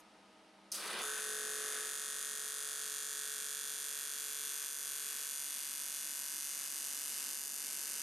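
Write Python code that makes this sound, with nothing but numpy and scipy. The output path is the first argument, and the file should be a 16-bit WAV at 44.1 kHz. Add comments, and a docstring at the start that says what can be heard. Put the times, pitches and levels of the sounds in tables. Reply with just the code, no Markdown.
"""A workshop hums; a spark burst and pops light a rough, roaring welding arc, which then snaps, buzzes and hisses.
Place: a steel bench; distance: an arm's length; microphones: two, with left and right a little apart.
Sparks, roar and hiss are coloured noise; snaps and pops are shaped clicks, two snaps in every current cycle.
The buzz is a sum of sines at multiples of the cycle; short rings follow the second snaps.
Delayed copies and decaying noise tails give the echoes of the bench and the room."""
import sys
import numpy as np
from scipy import signal
from scipy.fft import rfft, irfft, next_fast_len
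from scipy.io import wavfile
from scipy.ndimage import uniform_filter1d

SR = 44100
rng = np.random.default_rng(int(sys.argv[2]) if len(sys.argv) > 2 else 0)


def to_wav(s):
    """Save 16-bit WAV."""
    ch = np.atleast_2d(s).T  # columns
    pcm = np.round(np.clip(ch, -1, 1) * 32767)  # PCM
    wavfile.write(sys.argv[1], SR, pcm.astype(np.int16))


N = 353682
T = np.arange(N) / SR  # time of each sample, s

# Colour of the shop's background noise: (frequency [Hz], relative density [dB per Hz])
SHOP_COLOUR = [(15, -60), (25, -18.5), (140, -19.5), (194, -5.5), (315, -5), (401, -14.5), (435, -7),
               (554, -7), (617, -7.5), (924, -3.5), (1120, -12), (1280, -7.5), (1380, -11), (3000, -14),
               (5500, -19.5), (7400, -26.5), (9500, -23), (11500, -34), (13000, -42), (15600, -60)]
# Lines of an idling machine, before wander and sink: (frequency [Hz], peak level [dB])
MACHINE_LINES = [(199.2, -75.5), (317.6, -74), (398.4, -80), (629.8, -72), (769.8, -76), (1260, -73.5)]
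# The background sinks and partly comes back: (time [s], gain [dB])
BACKGROUND_SINK = [(0, 2), (1.6, -1), (2.2, -4.5), (5.4, -7), (7, -3.5), (8.02, -1.5)]
# Background at the two microphones: (frequency [Hz], left-right likeness [0-1])
LEFT_RIGHT_LIKENESS = [(60, .999), (180, .999), (350, .99), (550, .93), (1650, .84), (4970, .8),
                       (15000, .94)]
SHOP_DB = -65  # background noise before the sink

# Lighting up: (time [s], roar level [dB], spark level [dB], gas hiss level [dB])
STRIKE_LEVELS = [(0.717, -73, -58, -70), (0.727, -57, -43, -56), (0.76, -55, -46.5, -58),
                 (0.79, -51, -47.5, -60), (0.83, -47, -51, -56), (.87, -45, -49, -57),
                 (.9, -43.5, -52.5, -54), (.95, -44.5, -57, -51), (1.013, -43.5, -49, -57),
                 (1.02, -40, -43, -56)]
# Colours of roar, spark fizz and gas in the nozzle: (frequency [Hz], relative density [dB per Hz])
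ROAR_COLOUR = [(59, -77), (100, -32), (174, -6.5), (271, -15), (358, -3.5), (520, -4.5), (700, -7.5),
               (1050, -3), (1300, -0.5), (1550, -2), (1810, -5.5), (3600, -6.5), (5000, -11), (6500, -47),
               (11000, -120)]
SPARK_COLOUR = [(2060, -17), (3500, -10), (4790, -2), (4940, -5), (6350, -2), (7060, -9), (7660, -6),
                (9130, -3), (9900, -3), (11800, -11), (14600, -17), (15600, -20)]
GAS_COLOUR = [(8900, -43), (9400, -8), (9650, 0), (9900, -10), (10400, -40)]
# Resonances of the spark bursts: (frequency [Hz], width parameter [Hz], relative gain [dB])
TORCH_RINGS = [(4990, 450, -1.5), (6160, 400, -1.5), (8370, 300, -8), (9430, 450, .5), (11200, 900, -9)]
# Spark bursts: (time [s], level before onset smoothing [dB], t60 [s])
SPARK_BURSTS = [(.7175, -31.5, .025), (.7218, -34, .025), (.7595, -38, .04)]
# Pops while the arc settles: (time [s], size before the dull-bright split [dB], dullness [0-1])
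POP_EVENTS = [(.7443, -24, 0.1), (.748, -23, 0.1), (.7511, -24, 0.1), (.754, -25, .1), (.8032, -27, .2),
              (.8374, -28, .3), (.86, -30, .3), (.8775, -29, .3), (.8796, -32, .3), (.9027, -32, .3),
              (.9048, -31, .3), (.9325, -24, .2), (.9611, -33, .4), (1.0019, -29, .7), (1.0107, -26, .8)]
CRACKLES_PER_S, CRACKLE_DB = 220, -44  # mean rate; size of the smallest clicks

# Alternating current: cycle rate, start, and second reversal after the first
CYCLE_HZ, SWITCH_S, SECOND_MS = 47.668, 1.015, 7.075
# Drift of the first reversal within the cycle: (time [s], delay [ms])
REVERSAL_DRIFT = [(1.03, 3.825), (2.25, 3.838), (4.4, 3.963), (4.85, 3.967), (5.85, 3.916), (6.55, 3.894),
                  (7.1, 3.895), (7.5, 3.863), (8.02, 3.861)]
# Wavers of the arc: (time [s], Gaussian spread [s], added scatter [ms], roar level [dB])
ARC_WAVERS = [(1.07, 0.042, 0.0065, -59), (1.183, 0.013, 0.013, -48), (1.644, 0.05, 0.0099, -56),
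              (1.76, 0.037, 0.025, -53.5), (1.87, 0.022, 0.0073, -57), (2.226, 0.013, 0.026, -56),
              (4.48, 0.037, 0.004, -61.5), (4.63, 0.022, 0.0062, -58.5), (5.098, 0.037, 0.0041, -63),
              (5.247, 0.025, 0.004, -64), (6.614, 0.037, 0.0029, -63), (6.924, 0.021, 0.007, -61),
              (7.874, 0.026, 0.003, -65)]
# Roar of the wavering arc: (frequency [Hz], relative density [dB per Hz])
WAVER_COLOUR = [(250, -40), (400, -6), (800, -12), (1150, -4), (1500, -1), (1850, -1), (2300, -6),
                (3600, -8), (5000, -26), (8000, -60)]
# Brief dips: (time [s], Gaussian spread [s], depth [dB])
LEVEL_DIPS = [(1.17, 0.01, -1), (3.07, 0.021, -1), (4.74, 0.058, -2), (5.82, 0.45, -0.5),
              (6.7, 0.019, -1.5), (7.497, 0.08, -2)]
DIP_SNAP, DIP_BODY, DIP_HISS, DIP_HUM = 0.97, 0.69, 2.7, 2  # multiples of the dip taken by each layer
SCATTER_START_MS, SCATTER_END_MS = 0.0028, 0.0049  # timing chance, loosening from start to end
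CREEP_START_MS, CREEP_END_MS = 0.0089, 0.01  # slower timing wander as the arc length creeps

# Colour of one snap: (frequency [Hz], relative gain [dB])
SNAP_COLOUR = [(2200, -14), (3000, -6), (4000, -6.5), (5000, -1.5), (6000, -6), (7000, -3.5), (8000, 0.5),
               (9500, -4.5), (11000, 0.1), (12500, -2.5), (13500, -10.5), (14500, -22.5), (15500, -27)]
SNAP_DB, BODY_DB = -24, -2  # snap peak before shading; gain on its body, mostly below 5 kHz
SNAP_SPREAD_DB, FIRST_SNAP_DB = 0.6, -0.4  # chance in strength; the first snap against the second
BODY_SPREAD_DB, EDGE_SPREAD_DB = 0.6, 1.0  # wandering colour of body and treble edge
EDGE_START_DB, EDGE_END_DB, EDGE_RISE_S = -3.5, -0.1, 1  # the treble edge comes up as the arc settles
# Shifting bands: (centre [Hz], half width to -30 dB [Hz], first gain [dB], last gain [dB],
# shift time [s], abruptness [exponent])
SNAP_SHIFTS = [(10100, 630, 9, -3, 2.2, 0.88), (3690, 1400, 7, -5.5, 5.2, 1),
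               (2900, 600, -6.5, 8.5, 7.3, 2), (12600, 800, -5, 5.5, 2.8, 2.5),
               (10700, 300, 4, 3, 3.1, 2.5), (7900, 300, -9, -8, 2.5, 2.3)]
# Hollows in snaps and their echoes: (centre [Hz], Gaussian spread [Hz], depth [dB])
SNAP_HOLLOWS = [(2230, 120, -3), (3100, 83, -2), (5400, 170, -6), (7700, 170, -3)]
# Softer ringing burst after the second snap: (base frequency [Hz], t60 [s], level over the snap's [dB])
CHIRP_RINGS = [(9178, 0.012, -10.5), (8890, 0.0095, -9), (6440, 0.0094, -15), (10550, 0.0067, -16)]
CHIRP_MS = 12.3  # after the first reversal
CHIRP_SHARP, CHIRP_EARLY_DB, CHIRP_SETTLE_S = 0.058, -4, 0.65  # early pitch share, early gain, settling time

# Low multiples of the buzz, before dips, wander and settling:
# (multiple of the cycle, level when strong [dB], when middling [dB], when weak [dB])
BUZZ_MULTIPLES = [(3, -87.0, -91.5, -95.5), (5, -72.5, -88.5, -78.5), (7, -73.0, -85.5, -86.5),
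                  (8, -69.0, -86.5, -91.0), (10, -66.5, -76.0, -86.0), (11, -66.0, -81.5, -81.0),
                  (12, -68.5, -77.0, -80.5), (14, -72.0, -91.5, -85.0), (15, -68.0, -78.5, -84.0),
                  (17, -73.5, -90.5, -78.5), (20, -76.0, -76.0, -73.0), (21, -73.5, -77.5, -76.0),
                  (22, -71.0, -79.5, -84.5), (23, -65.0, -69.0, -72.5), (24, -64.0, -70.5, -75.0),
                  (25, -65.5, -77.5, -85.0), (26, -70.0, -77.5, -77.5), (27, -60.0, -66.5, -72.5),
                  (28, -64.0, -73.5, -75.5), (29, -64.0, -68.0, -74.0), (30, -61.5, -65.5, -72.0),
                  (31, -71.5, -82.5, -84.5), (32, -53.5, -60.0, -65.0), (33, -68.0, -69.0, -74.0),
                  (34, -73.0, -78.0, -83.5), (35, -55.5, -62.0, -67.0), (36, -57.5, -64.0, -70.5),
                  (37, -71.0, -77.0, -78.5), (38, -63.0, -72.0, -76.5), (39, -56.0, -62.5, -68.5),
                  (40, -73.5, -85.5, -85.5), (41, -66.0, -72.0, -73.0), (44, -64.0, -68.5, -68.0),
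                  (45, -70.0, -73.5, -73.5)]
# Control that sets the strength of the buzz: (time [s], level [dB])
BUZZ_STRENGTH = [(1.02, -45.5), (1.41, -45), (1.78, -45), (1.97, -49.5), (3.3, -52), (3.94, -54.5),
                 (5.22, -55.5), (5.33, -58), (6.65, -59), (8.02, -60)]
STRONG_DB, WEAK_DB = -44, -58.5  # control levels for strength 1 and 0
WEAKEST, MIDDLING = -0.08, 0.4  # strengths at which the weak and middling columns hold
BUZZ_SWEEP = 18.5  # upward sweep within the cycle, this many multiples in one turn
# The uneven fade of the hum, before dips and wander: (time [s], level [dB])
HUM_FADE = [(1.02, -55), (1.5, -53.5), (1.82, -56.5), (1.97, -62.5), (2.6, -64), (3.3, -65), (3.8, -69),
            (4.5, -68.5), (5.2, -72), (5.5, -80), (6.3, -86), (7.1, -78.5), (8.02, -72)]
HUM_MULTIPLE = 9  # of the cycle
# High multiples sung by the resonant workpiece, before wander:
# (multiple of the cycle, level at first [dB], midway [dB], at last [dB])
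SINGING_MULTIPLES = [(74, -57.0, -63.0, -68.5), (95, -65.0, -64.0, -64.5), (98, -66.0, -65.0, -63.5),
                     (104, -63.5, -63.5, -62.5), (118, -63.0, -66.5, -66.5), (122, -67.0, -62.0, -61.0),
                     (125, -70.5, -64.0, -63.0), (127, -63.0, -59.5, -59.0), (130, -63.5, -65.0, -63.5),
                     (131, -59.0, -67.0, -66.0), (133, -66.0, -60.0, -58.5), (134, -59.0, -70.5, -68.5),
                     (136, -56.5, -57.5, -57.5), (139, -62.0, -61.5, -64.5), (140, -66.0, -61.5, -62.0),
                     (142, -65.5, -62.0, -62.0), (145, -61.5, -60.5, -65.0), (148, -56.0, -57.5, -60.0),
                     (166, -62.0, -65.0, -62.0), (172, -61.0, -62.0, -65.5), (187, -59.5, -57.0, -62.0),
                     (190, -60.0, -62.0, -60.5), (192, -65.5, -57.5, -60.0), (195, -61.0, -57.0, -57.0),
                     (196, -68.5, -69.0, -58.0), (198, -60.0, -61.0, -59.0), (199, -59.5, -57.0, -58.0),
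                     (202, -60.0, -64.5, -61.0), (207, -56.0, -64.5, -69.0), (222, -61.5, -62.5, -64.5),
                     (225, -59.5, -61.5, -58.0), (229, -63.5, -62.5, -64.5), (243, -65.0, -60.5, -60.0),
                     (246, -67.0, -62.0, -64.5), (255, -82.5, -62.0, -62.5), (261, -71.5, -62.5, -62.5)]
SINGING_WANDER_DB = 1.6
LOOSE_RAD = 1  # scale of the chance in a sung multiple's phase against the snaps
HELD_HZ = 9  # Gaussian spread of the notches cleared for the sung multiples
# Just after the switch the buzz peaks low; the peak glides up while higher multiples come in
SETTLE_S, SETTLE_FROM_HZ, SETTLE_TO_HZ, SETTLE_WIDTH_HZ = 0.15, 1160, 1540, 250
SETTLE_PEAK_DB, SETTLE_ABOVE_DB = 6, -5

# Colour of the arc hiss: (frequency [Hz], relative density [dB per Hz])
HISS_COLOUR = [(300, -3.5), (700, -11), (1500, -4), (2200, -0.5), (2700, 2), (3500, -2.5), (4900, 0.5),
               (5400, 4), (5900, 2), (6500, -6), (8000, 2), (9500, 3), (11000, -10), (13000, -12),
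               (14500, -24), (15600, -37)]
HISS_START_DB, HISS_DB_PER_S, HISS_WANDER_DB = -60.5, 1.08, 1.5
# Diffuse hiss, opposite at left and right: (frequency [Hz], relative density [dB per Hz])
AIR_COLOUR = [(500, -47), (1000, -9), (2500, -4), (4000, 11.5), (6000, 13), (8500, 0), (10000, -4),
              (11000, -3), (13000, -18), (15000, -26)]
AIR_DB = -62.5  # before the dips

# Echoes of nozzle, bench and vice: (delay [ms], signed share at first, signed share at last)
NEAR_ECHOES = [(.06, .3, .1), (.24, -.3, -.17), (.3, .22, .25), (.372, -.24, -.4), (.55, -.25, -.08),
               (.638, .28, .18), (1.07, -.15, -.05), (1.16, -.08, -.08), (1.999, .12, .12),
               (5.542, -.11, -.11), (5.942, .22, .22), (8.16, -.2, -.2)]
ECHO_SHIFT_S = 1.8  # the echoes change as the torch travels along the seam
# Decay of the room: (frequency [Hz], t60 [s])
ROOM_DECAY = [(300, 0.55), (2000, 0.71), (6000, 0.21), (14000, 0.37)]
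# Colour of the room's answer to the snaps: (frequency [Hz], gain [dB])
ROOM_COLOUR = [(2200, 4.5), (2800, 2.5), (3200, -3), (3550, 0.5), (4100, -2.5), (4700, -8.5), (5400, 0.5),
               (5900, -11.5), (6500, 1), (7100, -4), (7600, -1.5), (8050, 1), (8500, -1.5), (9300, -6.5),
               (10200, -4), (11000, -5.5), (13000, -10), (14000, -3), (15000, -9)]
# Colour of the arc's stereo side: (frequency [Hz], relative gain [dB])
SIDE_COLOUR = [(95, -36), (240, -51), (380, -41), (600, -11), (950, -0.5), (1500, -10.5), (2380, -3),
               (3770, -6), (5980, -3.5), (8000, 1), (9470, -3), (11000, -16.5), (13000, -31), (15000, -32)]
EDGE_HZ = 15800  # band limit


def gain_of(db):
    """Decibels to amplitude."""
    return 10 ** (np.asarray(db) / 20)


def evened(x):
    """Scales to rms 1."""
    return x / np.sqrt(np.mean(x ** 2) + 1e-20)


def read(points, hz):
    """A spectrum table read on a log frequency axis."""
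    f, value = np.transpose(points)
    return np.interp(np.log(hz + 1), np.log(f + 1), value)


def curves(rows):
    """Each column of a timed table, sample by sample."""
    s, *columns = np.transpose(rows)
    return [np.interp(T, s, column) for column in columns]


def spectrum_axis():
    """Padded FFT size and its frequencies in Hz."""
    size = next_fast_len(N, True)
    return size, np.fft.rfftfreq(size, 1 / SR)


def coloured(x, points):
    """Filters by a spectrum table."""
    size, hz = spectrum_axis()
    return irfft(rfft(x, size) * gain_of(read(points, hz)), size)[:N]


def noise(points):
    """Noise of rms 1 with the given spectrum."""
    return evened(coloured(rng.standard_normal(N), points))


def slow(hz, t=None):
    """Smoothed random wander, about rms 1, mostly slower than hz."""
    steps = np.arange(0, N / SR + 1, .125 / hz)
    wander = evened(uniform_filter1d(rng.standard_normal(len(steps)), size=5))
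    return np.interp(T if t is None else t, steps, wander)


def clicks(s, size):
    """Band-limited impulses at exact moments, between samples too."""
    at = np.asarray(s)[:, None] * SR
    k = np.round(at) + np.arange(-16, 17)
    inside = (k >= 0) & (k < N)
    pulses = np.sinc(k - at) * np.hanning(33) * size[:, None]
    return np.bincount(k[inside].astype(int), pulses[inside], N)


def shop():
    """Partly shared left-right noise and the wavering lines of an idling machine, slowly sinking and partly
    rising again."""
    size, hz = spectrum_axis()
    same = np.clip(read(LEFT_RIGHT_LIKENESS, hz), -1, 1)
    left, other = rfft(noise(SHOP_COLOUR), size), rfft(noise(SHOP_COLOUR), size)
    right = same * left + np.sqrt(1 - same ** 2) * other
    background = irfft([left, right], size)[:, :N] * gain_of(SHOP_DB)
    lines = sum(gain_of(db + 2.8 * slow(2.83)) * np.sin(2 * np.pi * (f * T + 0.14 * slow(4)))
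                for f, db in MACHINE_LINES)
    return (background + lines) * gain_of(curves(BACKGROUND_SINK)[0])


def strike():
    """Lumpy roar, spark fizz and gas hiss, as coloured noise until the current alternates."""
    roar_db, spark_db, gas_db = curves(STRIKE_LEVELS)
    lit = (T > STRIKE_LEVELS[0][0]) & (T < SWITCH_S)
    lumps = evened(gain_of(1.7 * slow(200)))
    roar = gain_of(roar_db) * lumps * noise(ROAR_COLOUR)
    fizz = gain_of(spark_db) * noise(SPARK_COLOUR)
    gas = gain_of(gas_db) * noise(GAS_COLOUR)
    return lit * (roar + fizz + gas)


def spark_bursts():
    """Noise through the torch's resonances swells fast and dies exponentially."""
    size, hz = spectrum_axis()
    ring = sum(gain_of(db) / (1 + 1.3j * (hz - f) / width) ** 2 for f, width, db in TORCH_RINGS)
    ringing = evened(irfft(rfft(rng.standard_normal(size)) * ring, size)[:N])
    out = np.zeros(N)
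    for s, db, t60 in SPARK_BURSTS:
        since = np.maximum(T - s, 0)
        out += gain_of(db - 60 * since / t60) * (1 - np.exp(-since / 0.00035)) * ringing
    return out


def pops():
    """Bright shares as bare clicks for the snap's path; dull shares as short damped 1900 Hz thumps."""
    s, db, dull = np.transpose(POP_EVENTS)
    dull = np.clip(dull, 0, 1)
    t = np.arange(100) / SR
    thump = np.sin(2 * np.pi * 1900 * t) * np.exp(-t / .0004) * 1.4
    bright_clicks = clicks(s, gain_of(db) * (1 - dull))
    dull_clicks = clicks(s, gain_of(db) * dull)
    return bright_clicks, np.convolve(dull_clicks, thump)[:N]


def crackle():
    """Sparse random clicks from the fifth pop until the switch, a few of them large."""
    chance, size, sign = rng.random((N, 3)).T
    lit = (T > POP_EVENTS[4][0]) & (T < SWITCH_S) & (chance < CRACKLES_PER_S / SR)
    size_db = CRACKLE_DB - 4.5 * np.log(np.maximum(size, .03))
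    return lit * np.sign(sign - .5) * gain_of(size_db)


def dipping():
    """The brief level dips as one curve in dB."""
    return sum(db * np.exp(-.5 * ((T - s) / length) ** 2) for s, length, db in LEVEL_DIPS)


def wavering():
    """The wavering arc loosens its timing and roars: scatter in ms and roar amplitude."""
    bumps = [np.exp(-.5 * ((T - s) / length) ** 2) for s, length, _, _ in ARC_WAVERS]
    scatter = SCATTER_START_MS + (SCATTER_END_MS - SCATTER_START_MS) * T * SR / N
    scatter = scatter + sum(bump * abs(row[2]) for bump, row in zip(bumps, ARC_WAVERS))
    return scatter, sum(bump * gain_of(row[3]) for bump, row in zip(bumps, ARC_WAVERS))


def snap_shape():
    """The causal, minimum-phase pulse with the snap's colour, peak 1."""
    points = [(0, -20.0), (1600, -52.0)] + list(SNAP_COLOUR)
    log_gain = np.log(gain_of(read(points, abs(np.fft.fftfreq(1024, 1 / SR)))))
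    shape = np.fft.ifft(np.exp(np.conj(signal.hilbert(log_gain)))).real[:200]
    return shape / abs(shape).max()


def snaps(level_db, scatter):
    """The arc dies and relights at both reversals; each relight is a snap, a little early or late."""
    start = np.arange(int(N / SR * CYCLE_HZ) + 1) / CYCLE_HZ
    start = start + np.interp(start, *np.transpose(REVERSAL_DRIFT)) / 1000
    s = np.concatenate([start, start + SECOND_MS / 1000])
    late, strength = rng.standard_normal((len(s), 2)).T
    wander_ms = (CREEP_START_MS + (CREEP_END_MS - CREEP_START_MS) * T * SR / N) * slow(5.2)
    s = s + (late * np.interp(s, T, scatter) + np.interp(s, T, wander_ms)) / 1000
    size_db = np.repeat([FIRST_SNAP_DB, 0], len(start)) + SNAP_SPREAD_DB * strength
    return clicks(s, gain_of(size_db) * (s > SWITCH_S)) * gain_of(level_db)


def shaded(x, body_db, edge_db, since):
    """The body, some bands and the treble edge of the snaps change as the arc creeps along."""
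    out = x + (gain_of(body_db) - 1) * coloured(x, [(4500, 0), (6000, -40)])
    out += (gain_of(edge_db) - 1) * coloured(x, [(10000, -40), (11500, 0)])
    for hz, width, first_db, last_db, shift_s, abrupt in SNAP_SHIFTS:
        band = coloured(x, [(hz - width, -30), (hz, 0), (hz + width, -30)])
        shift_db = last_db + (first_db - last_db) * np.exp(-(since / shift_s) ** abrupt)
        out += (gain_of(shift_db) - 1) * band * (since > 0)
    return out


def near_echoes(direct, since):
    """Nozzle, bench and vice return delayed copies, blending from first to last shares."""
    delay_ms, *shares = np.transpose(NEAR_ECHOES)
    early = np.exp(-(since / ECHO_SHIFT_S) ** 2)
    return sum(signal.oaconvolve(direct * part, clicks(delay_ms / 1000, share)[:1100])[:N]
               for part, share in zip([early, 1 - early], shares))


def room(x, change_s, count=3):
    """Dense tails fed in turn, as the welder's hands move and the echoes slowly change."""
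    out = np.zeros(N)
    for k in range(count):
        hz, t, z = signal.stft(rng.standard_normal(SR // 2), SR, nperseg=256)
        decay = gain_of(-60 * t / read(ROOM_DECAY, hz)[:, None])
        tail = signal.istft(z * decay, SR, nperseg=256)[1]
        tail[:60] = 0  # samples of distance before the room answers
        feed = np.sqrt(2 / count) * np.cos(np.pi * (T / change_s + k / count))
        out += signal.fftconvolve(x * feed, tail / np.linalg.norm(tail))[:N]
    return out


def hollowed(x):
    """Cuts the hollows, and clears the multiples that the workpiece sings by itself."""
    size, hz = spectrum_axis()
    gain = gain_of(sum(db * np.exp(-.5 * ((hz - f) / width) ** 2) for f, width, db in SNAP_HOLLOWS))
    held = np.array([k * CYCLE_HZ for k, *_ in SINGING_MULTIPLES])
    nearest = np.searchsorted((held[1:] + held[:-1]) / 2, hz)
    gain = gain * (1 - np.exp(-.5 * ((hz - held[nearest]) / HELD_HZ) ** 2))
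    return irfft(rfft(x, size) * gain, size)[:N]


def settling(hz, s):
    """The colour of the young buzz in dB at one frequency."""
    age = np.clip((s - SWITCH_S) / SETTLE_S, 0, 1)
    peak_hz = SETTLE_FROM_HZ + age * (SETTLE_TO_HZ - SETTLE_FROM_HZ)
    above = (hz - peak_hz) / SETTLE_WIDTH_HZ
    shape = SETTLE_PEAK_DB * np.exp(-.5 * above ** 2) + SETTLE_ABOVE_DB * np.clip(above - 1, 0, 1)
    return shape * (1 - age ** 4)


def snap_step(k):
    """The phase that the two snaps and their near echoes give to multiple k."""
    shape, turn = snap_shape(), -2j * np.pi * k * CYCLE_HZ
    pulse = shape @ np.exp(turn * (np.arange(len(shape)) - np.argmax(abs(shape))) / SR)
    echo = 1 + sum(share * np.exp(turn * ms / 1000) for ms, _, share in NEAR_ECHOES)
    return np.pi / 2 + np.angle(pulse * echo * (1 + np.exp(turn * SECOND_MS / 1000)))


def buzz(dip_db, scatter):
    """The swelling arc column sounds low multiples of the cycle; the workpiece sings high ones."""
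    turns = CYCLE_HZ * (T - (curves(REVERSAL_DRIFT)[0] + 1.3 * scatter * slow(30)) / 1000)
    angle = (2 * np.pi * (turns % 1)).astype(np.float32)
    hum_db = curves(HUM_FADE)[0] + DIP_HUM * dip_db + 0.8 * slow(5)
    out = gain_of(hum_db) * np.sin(2 * np.pi * HUM_MULTIPLE * turns)

    # Levels move slowly: every 64th sample is enough
    coarse = T[::64]
    strong = (curves(BUZZ_STRENGTH)[0][::64] - WEAK_DB) / (STRONG_DB - WEAK_DB)
    voices = []
    for k, *db in BUZZ_MULTIPLES:
        level_db = np.interp(strong, [WEAKEST, MIDDLING, 1], db[::-1])
        level_db = level_db + dip_db[::64] + settling(k * CYCLE_HZ, coarse)
        voices.append((k, level_db, 1.2, -np.pi * k ** 2 / BUZZ_SWEEP))
    stages = np.linspace(SWITCH_S, N / SR, 3)
    for k, *db in SINGING_MULTIPLES:
        phase = snap_step(k) + LOOSE_RAD * rng.uniform(-0.86, 1)
        voices.append((k, np.interp(coarse, stages, db), SINGING_WANDER_DB, phase))
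    for k, level_db, wander_db, phase in voices:
        level_db = level_db + wander_db * slow(2.5, coarse)
        out += np.interp(T, coarse, gain_of(level_db)) * np.sin(round(k) * angle + np.float32(phase))
    return np.sqrt(2) * out * np.clip((T - SWITCH_S) / 0.0077, 0, 1)


def hiss(level_db):
    """Arc noise, strongest in the few ms after the first reversal."""
    since_ms = (T - curves(REVERSAL_DRIFT)[0] / 1000) % (1 / CYCLE_HZ) * 1000
    gate = gain_of(2.1 * (since_ms < 4.6))
    return gain_of(level_db) * evened(gate * noise(HISS_COLOUR)) * (T > SWITCH_S)


def chirps(level_db, scatter):
    """Once a cycle a short ring swells and dies, locked to the current."""
    start = np.arange(int(SWITCH_S * CYCLE_HZ), int(N / SR * CYCLE_HZ) + 1) / CYCLE_HZ
    start = start + (np.interp(start, *np.transpose(REVERSAL_DRIFT)) + CHIRP_MS) / 1000
    late, strength = rng.standard_normal((len(start), 2)).T
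    s = (start + late * np.interp(start, T, scatter) / 1000)[:, None]
    k = np.ceil(s * SR).astype(int) + np.arange(600)
    early = np.exp((SWITCH_S - s) / CHIRP_SETTLE_S)
    t, pitch = k / SR - s, 1 + CHIRP_SHARP * early
    ring = sum(gain_of(db - 60 * t / t60) * np.sin(2 * np.pi * hz * pitch * t)
               for hz, t60, db in CHIRP_RINGS)
    swell = 1 - np.exp(-t / 0.0006)
    ring = ring * swell * gain_of(1.3 * strength[:, None] + CHIRP_EARLY_DB * early)
    return np.bincount(k.ravel(), ring.ravel(), N)[:N] * gain_of(level_db)


def scene():
    """The arc, its echoes and the room, spread a little between the two microphones."""
    background = shop()
    dip_db, since = dipping(), np.maximum(T - SWITCH_S, 0)
    scatter, waver_roar = wavering()
    bright, dull = pops()

    # Snaps, bright pops and crackle share one pulse, its peak put on the click's moment
    snap_db = SNAP_DB + DIP_SNAP * dip_db
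    shape = snap_shape()
    impulses = snaps(snap_db, scatter) - bright + crackle()
    direct = np.roll(np.convolve(impulses, shape)[:N], -np.argmax(abs(shape)))
    body_db = (BODY_DB + DIP_BODY * dip_db + BODY_SPREAD_DB * slow(60)) * (T > SWITCH_S)
    edge_db = EDGE_END_DB + (EDGE_START_DB - EDGE_END_DB) * np.exp(-since / EDGE_RISE_S)
    direct = shaded(direct, body_db, edge_db + EDGE_SPREAD_DB * slow(60), since)

    hiss_db = HISS_START_DB + HISS_DB_PER_S * since + HISS_WANDER_DB * slow(4.1) + DIP_HISS * dip_db
    noisy = strike() + spark_bursts() + dull + hiss(hiss_db) + waver_roar * noise(WAVER_COLOUR)
    noisy = coloured(noisy, [(80, -30), (220, 0)])  # a small source gives no deep bass

    snap_room = gain_of(2.0) * coloured(room(direct, 4.8), ROOM_COLOUR)
    mid = hollowed(direct + near_echoes(direct, since) + snap_room)
    mid += noisy + gain_of(-5.5) * room(noisy, 8.5)
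    mid += buzz(dip_db, scatter) + chirps(snap_db, scatter)

    side = gain_of(-8.5) * coloured(room(mid, 4.5), SIDE_COLOUR)
    side += gain_of(AIR_DB + dip_db) * (T > STRIKE_LEVELS[1][0]) * noise(AIR_COLOUR)
    return mid + np.array([[1], [-1]]) * side + background


def record(dry):
    """The microphones' signal, band-limited by a linear-phase low-pass."""
    low_pass = signal.firwin(511, EDGE_HZ, window=("kaiser", 9), fs=SR)
    return signal.oaconvolve(dry, low_pass[None], "same")


dry = scene()
out = record(dry)
to_wav(out)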